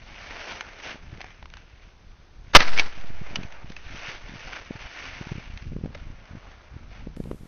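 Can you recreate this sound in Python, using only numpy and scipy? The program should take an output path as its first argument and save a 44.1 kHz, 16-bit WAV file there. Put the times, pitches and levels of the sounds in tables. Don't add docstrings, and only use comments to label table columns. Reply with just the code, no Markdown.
import sys
import numpy as np
from scipy import signal
from scipy.fft import rfft, irfft, next_fast_len
from scipy.io import wavfile

SR = 44100
rng = np.random.default_rng(int(sys.argv[2]) if len(sys.argv) > 2 else 0)


def dump(signal):
    limited = np.clip(np.atleast_2d(signal).T, -1, 1)
    pcm = np.round(limited * 32767).astype(np.int16)
    wavfile.write(sys.argv[1], SR, pcm)


def boost_factor(decibels):
    exponent = np.asarray(decibels, float) / 20
    return 10 ** exponent


N = 329427

# pitch_hz, level_db (per Hz)
HISS_SPECTRUM = [(180, -23.5), (300, -4), (891, -7), (1510, -9.5), (2300, -20), (3290, -15), (6000, -19),
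                 (6400, -20), (8320, -47), (14100, -120)]
# time_s, level_db
WIND_GUSTS = [(0.0, -52), (0.83, -56), (1.04, -50), (1.74, -57.5), (2.29, -56.5), (2.58, -51), (2.8, -53),
              (2.99, -52), (3.3, -45.5), (3.49, -54.5), (4.17, -51.5), (4.49, -54.5), (5.09, -55.5),
              (5.46, -49.5), (5.77, -44.5), (6.56, -55.5), (7.1, -44), (7.46, -49.5)]
# pitch_hz, level_db (per Hz)
WIND_SPECTRUM = [(8, -11), (20, 4.5), (60, -3), (120, -11.5), (250, -20), (450, -35), (900, -56)]
# centre_s, peak_db, pitch_hz
THUMPS = [(1.132, -31.5, 129), (1.183, -39.5, 180), (2.977, -39.5, 168), (3.045, -37.5, 170),
          (3.104, -34, 160), (3.217, -27.5, 150), (3.39, -28.5, 130), (3.646, -35.5, 130),
          (3.704, -33, 204), (3.948, -34, 148.6), (4.088, -36.5, 130), (4.709, -23, 241),
          (4.757, -31.5, 129.5), (5.213, -27.5, 150), (5.271, -30.5, 160), (5.32, -20.5, 149),
          (5.357, -27.5, 129), (5.382, -28, 184), (5.721, -28.5, 208), (5.765, -23, 180), (5.839, -23, 168),
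          (5.859, -23.5, 224), (6.102, -33.5, 108), (6.353, -31.5, 209.3), (6.766, -31, 128),
          (7.072, -26.5, 220), (7.172, -29, 225), (7.203, -20.5, 199), (7.258, -30, 189.5),
          (7.314, -22, 410)]
# start_s, spacing_s, peak_db, pitch_hz, count
FLURRIES = [(0.916, 0.013, -38.5, 298, 4), (3.312, 0.018, -35, 170, 9), (3.86, 0.032, -42.5, 100, 3),
            (4.298, 0.02, -35, 147, 4), (5.54, 0.043, -32.5, 94, 5), (5.736, 0.025, -32, 150, 4),
            (5.848, .014, -33.5, 130, 5), (5.909, 0.019, -46, 151, 3), (6.311, 0.025, -36, 100, 3),
            (6.72, 0.023, -37.5, 90, 3), (6.9, 0.039, -42, 70, 5), (7.241, 0.015, -33, 211, 8),
            (7.411, 0.025, -38.5, 160, 3)]
# peak_s, swell_s, fade_s, level_db, brightness_db
CLOTH_MOVES = [(.4, 0.3, 0.13, -41, 5), (0.512, 0.07, 0.081, -35, 1.5), (.66, 0.11, 0.12, -43, 2.5),
               (0.888, 0.1, 0.069, -39, 4), (1.23, 0.3, 0.2, -52.5, 4.5), (1.552, 0.079, 0.29, -62, 8),
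               (1.84, 0.088, .08, -64.5, 14), (2.502, 0.044, 0.055, -60.5, 11), (2.92, 0.072, 0.31, -48, 5),
               (3.33, 0.26, 0.24, -45, 0), (3.54, 0.053, 0.11, -47, -3.5), (3.73, 0.12, 0.12, -52, 2.5),
               (3.96, 0.14, 0.14, -45, 6), (4.119, 0.19, 0.055, -41, 7), (4.26, 0.15, 0.052, -48, 2.5),
               (4.4, 0.15, 0.22, -45, 7), (4.57, 0.17, 0.078, -41.5, 2.5), (4.83, 0.17, 0.17, -46, 4.5),
               (5.03, 0.2, 0.41, -44, 6.5), (5.278, 0.36, 0.23, -51.5, 4.5), (5.6, .14, .12, -57.5, 6.5),
               (5.98, 0.085, .18, -55, 1.5), (6.4, 0.56, 0.66, -53, -1.5), (6.95, 0.057, 0.091, -49, 2.5)]
# pitch_hz, level_db (per Hz)
CLOTH_SPECTRUM = [(150, -18), (250, -7), (294, -7.5), (440, -4.5), (667, -0.5), (1140, -3.5), (1550, -1.5),
                  (1880, -4), (2120, -2), (2590, -4.5), (3930, -15.5), (6200, -17.5), (8060, -41),
                  (13600, -120)]
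# start_s,
# peak_db, pitch_hz
TICKS = [(0.215, -41.5, 2260), (0.4825, -30, 2240), (0.6088, -18, 1450), (1.174, -38, 1740),
         (1.2059, -24.5, 740), (1.214, -24.5, 2280), (1.2433, -26, 760), (1.2647, -38, 1680),
         (1.3053, -38, 1840), (1.4268, -29, 890), (1.457, -29.5, 1020), (1.501, -40.5, 2280),
         (1.538, -29, 1470), (1.5696, -29.5, 1540), (3.523, -34.5, 1946), (3.7, -36, 2980),
         (3.7196, -29, 1760), (5.5747, -31.5, 2780), (5.623, -39.5, 2720), (5.766, -39, 1040),
         (5.8453, -35, 790), (5.8601, -33.5, 793), (5.9757, -41, 1790), (6.255, -38, 1500),
         (6.517, -38, 1570), (7.0704, -41, 780), (7.165, -38, 1290), (7.2004, -43, 825), (7.239, -38, 990),
         (7.3132, -35, 1030)]
# start_s, peak_db, pitch_hz
CLACKS = [(2.605, -7.5, 1960), (2.7765, -15, 2250), (2.7859, -13, 2370), (2.7952, -6.5, 2250),
          (2.7998, -17.5, 2600), (3.357, -16.5, 2944), (3.432, -31.5, 2500), (3.7651, -31.5, 2620),
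          (5.9475, -34.5, 2070), (5.9498, -35.5, 1283), (5.9515, -27, 590)]
# time_s, level_db
BLAST_LEVEL = [
    (2.531, -60),
    (2.537, -27),
    (2.5492, -23),
    (2.5498, 11),
    (2.558, 9),
    (2.5715, 2),
    (2.5735, -19),
    (2.582, -28),
]
# pitch_hz, level_db (per Hz)
BLAST_SPECTRUM = [(40, -7.5), (150, -6.5), (400, -5), (1000, -2.5), (2000, -1), (3000, -8), (5000, -9.5),
                  (7000, -20)]
# peak_s, peak_db
ECHOES = [
    (2.603, -20),
    (2.625, -29),
    (2.679, -28),
    (2.738, -30.5),
    (2.77, -30.5),
    (2.798, -26.5),
    (2.86, -38.5),
]


def in_time(rows):
    s, *columns = np.transpose(rows)
    return [np.interp(np.arange(N) / SR, s, c) for c in columns]


def rms_one(x):
    return x / np.sqrt(np.mean(x ** 2) + 1e-20)


def coloured(x, spectrum):
    hz, db = np.transpose(spectrum)
    size = next_fast_len(N)
    grid = np.maximum(np.arange(size // 2 + 1) * SR / size, 1)
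    gain = boost_factor(np.interp(np.log(grid), np.log(hz), db))
    return rms_one(irfft(rfft(x, size) * gain, size)[:N])


def drift(rate_hz):
    r = np.exp(-2 * np.pi * rate_hz / SR)
    wander = signal.lfilter([1], [1, -2 * r, r * r], rng.standard_normal(N + SR))
    return rms_one(wander[SR:])


def grains(per_s, spread_db):
    sizes = boost_factor(spread_db * np.minimum(rng.exponential(1, N), 5)) * rng.choice([-1, 1], N)
    return sizes * (rng.random(N) < per_s / SR)


def steep(x, hz, kind):
    grid = np.arange(N // 2 + 1) * SR / N
    below = np.clip((hz - grid) / 60 + .5, 0, 1)
    return irfft(rfft(x) * (below if kind == "low" else 1 - below), N)


def patchy(x, patch_db, rate_hz):
    edges = 200 * 2 ** np.arange(0, 6.1, 1 / 3)
    total = np.zeros(N)
    for pair in zip(edges, edges[1:]):
        band = signal.butter(1, pair, "band", fs=SR, output="sos")
        total += boost_factor(patch_db * drift(rate_hz)) * signal.sosfilt(band, x)
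    return rms_one(total)


def hiss():
    return boost_factor(-61.5) * coloured(rng.standard_normal(N), HISS_SPECTRUM)


def wind():
    level_db, = in_time(WIND_GUSTS)
    lumps = boost_factor(3.0 * drift(9))
    return boost_factor(level_db + 5.5) * lumps * coloured(grains(340, 0.59), WIND_SPECTRUM)


def flurries():
    even = np.array([(start + k * gap, db, hz, gap)
                     for start, gap, db, hz, count in FLURRIES for k in range(round(count))])
    s, db, hz, gap = even.T
    late, louder, higher = np.clip(rng.standard_normal((len(even), 3)), -2, 2).T
    return list(zip(s + .2 * gap * late, db - 1.5 * louder, hz * np.exp(.27 * higher)))


def thumps():
    half = 1300
    out, t = np.zeros(N), np.arange(-half, half) / SR
    buffets = list(THUMPS) + flurries()
    for (s, db, hz), phase in zip(buffets, rng.uniform(0, 2 * np.pi, len(buffets))):
        push = np.cos(2 * np.pi * .9 * hz * t + phase) / (1 + (2.6 * hz * t) ** 2) ** 1.3
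        flick = np.cos(2 * np.pi * 2.3 * hz * t + 2 * phase) / (1 + (5.0 * hz * (t - .001)) ** 2)
        thump = boost_factor(db + 3.0) * (push + 0.34 * flick)
        at = round(s * SR) - half
        out[at:at + len(t)] += thump[:N - at]
    return out


def rustle():
    still_db, still_bright_db = -69, 7
    t = np.arange(0, N, 64) / SR
    power = []
    for s, swell, fade, db, _ in CLOTH_MOVES:
        away = np.maximum((s - t) / swell, (t - s) / fade)
        power.append(boost_factor(2 * db - 20 * away ** 1.35 if np.all(away >= 0) else 2 * db - 20 * np.abs(away) ** 1.35))
    power = np.array(power)
    still = boost_factor(2 * still_db)
    total = power.sum(axis=0) + still
    bright = (np.array(CLOTH_MOVES)[:, -1] @ power + still_bright_db * still) / total
    level, bright_db = in_time(np.transpose([t, np.sqrt(total), bright]))

    slips = grains(7000, 3.0) * boost_factor(1.5 * drift(40))
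    cloth = patchy(coloured(slips, CLOTH_SPECTRUM), patch_db=1.8, rate_hz=8.0)
    high = signal.sosfilt(signal.butter(2, 1400, "high", fs=SR, output="sos"), cloth)
    unmasked = np.interp(np.arange(N) / SR, [2.52, 2.53, 2.86, 2.9], [1, 0, 0, 1])
    return unmasked * level * (cloth + (boost_factor(np.clip(bright_db, -14, 8)) - 1) * high)


def ticks_and_clacks():
    out, t = np.zeros(N), np.arange(int(.06 * SR)) / SR
    # 60 dB decay in seconds, share of ringing
    touches = [(*row, .017, .35) for row in TICKS] + [(*row, .028, .65) for row in CLACKS]
    snap = 6.0 * (np.arange(len(t)) == 12)
    for s, db, hz, t60_s, ring in touches:
        struck = rng.standard_normal(len(t)) + snap
        around = signal.butter(1, [.27 * hz, 1.7 * hz], "band", fs=SR, output="sos")
        crack = 1.2 * signal.sosfilt(around, struck)
        fall = boost_factor(-60 * t / t60_s)
        onset = 1 - np.exp(-t / .0003)
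        tick = fall * (ring * np.sin(2 * np.pi * hz * t) + crack) * onset
        at = round(s * SR)
        out[at:at + len(t)] += boost_factor(db) * tick[:N - at]
    port = signal.lfilter(*signal.iirpeak(2400, 1.6, fs=SR), out)
    return 0.86 * out + 0.68 * port


def offset_swing():
    blast_s = 2.5497
    t = np.maximum(np.arange(N) / SR - blast_s, 0)
    swing = 1.6 * np.exp(-6.7 * t) * np.cos(7.98 * t + 1.13) + .17 * np.exp(-2.4 * t)
    surge = 2.2 * np.exp(-(t / .0195) ** 6)
    onset = 1 - np.exp(-(t / .012) ** 2)
    return (swing + surge) * onset * (1 - .25 * np.exp(-t / .03))


def blast():
    rise_db_per_s, fall_db_per_s = 703, 298
    t = np.arange(N) / SR
    shock_db, = in_time(list(BLAST_LEVEL) + [(2.7, -70)])
    power = boost_factor(2 * shock_db)
    for s, db in ECHOES:
        slope_db = np.minimum(rise_db_per_s * (t - s), fall_db_per_s * (s - t))
        power += boost_factor(2 * (db + slope_db))
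    level = np.sqrt(power) * (t > BLAST_LEVEL[0][0])
    flutter = boost_factor(1.8 * drift(150))
    return level * flutter * coloured(grains(12000, 2.0), BLAST_SPECTRUM)


def scene():
    background = hiss() + wind() + thumps()
    handling = rustle() + ticks_and_clacks()
    return (background + handling + offset_swing() + blast())[None]


def top_cut(x):
    return signal.sosfilt(signal.butter(12, 15760, fs=SR, output="sos"), x)


def record(dry):
    narrow_hz, wide_hz, top_hz, wide_from_s = 6450, 12900, 15700, 7.165
    t = np.arange(N) / SR
    clipped = .95 * np.tanh(dry / .95)
    narrow = steep(clipped, narrow_hz, "low")
    treble = clipped - narrow
    overload = np.interp(t, [2.547, 2.55, 2.573, 2.576, 2.586], [0, 1, .7, .25, 0])
    splatter = boost_factor(-19.0) * overload * steep(treble, top_hz, "low")
    air = treble + boost_factor(-64.5) * steep(rng.standard_normal(N), narrow_hz, "high")
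    wide = (t > wide_from_s) * steep(air, wide_hz, "low")
    dither = boost_factor(-93.5) * rng.standard_normal(N)
    return top_cut(np.clip(narrow + splatter + wide, -1, 1) + dither)


dry = scene()
out = record(dry)
dump(out)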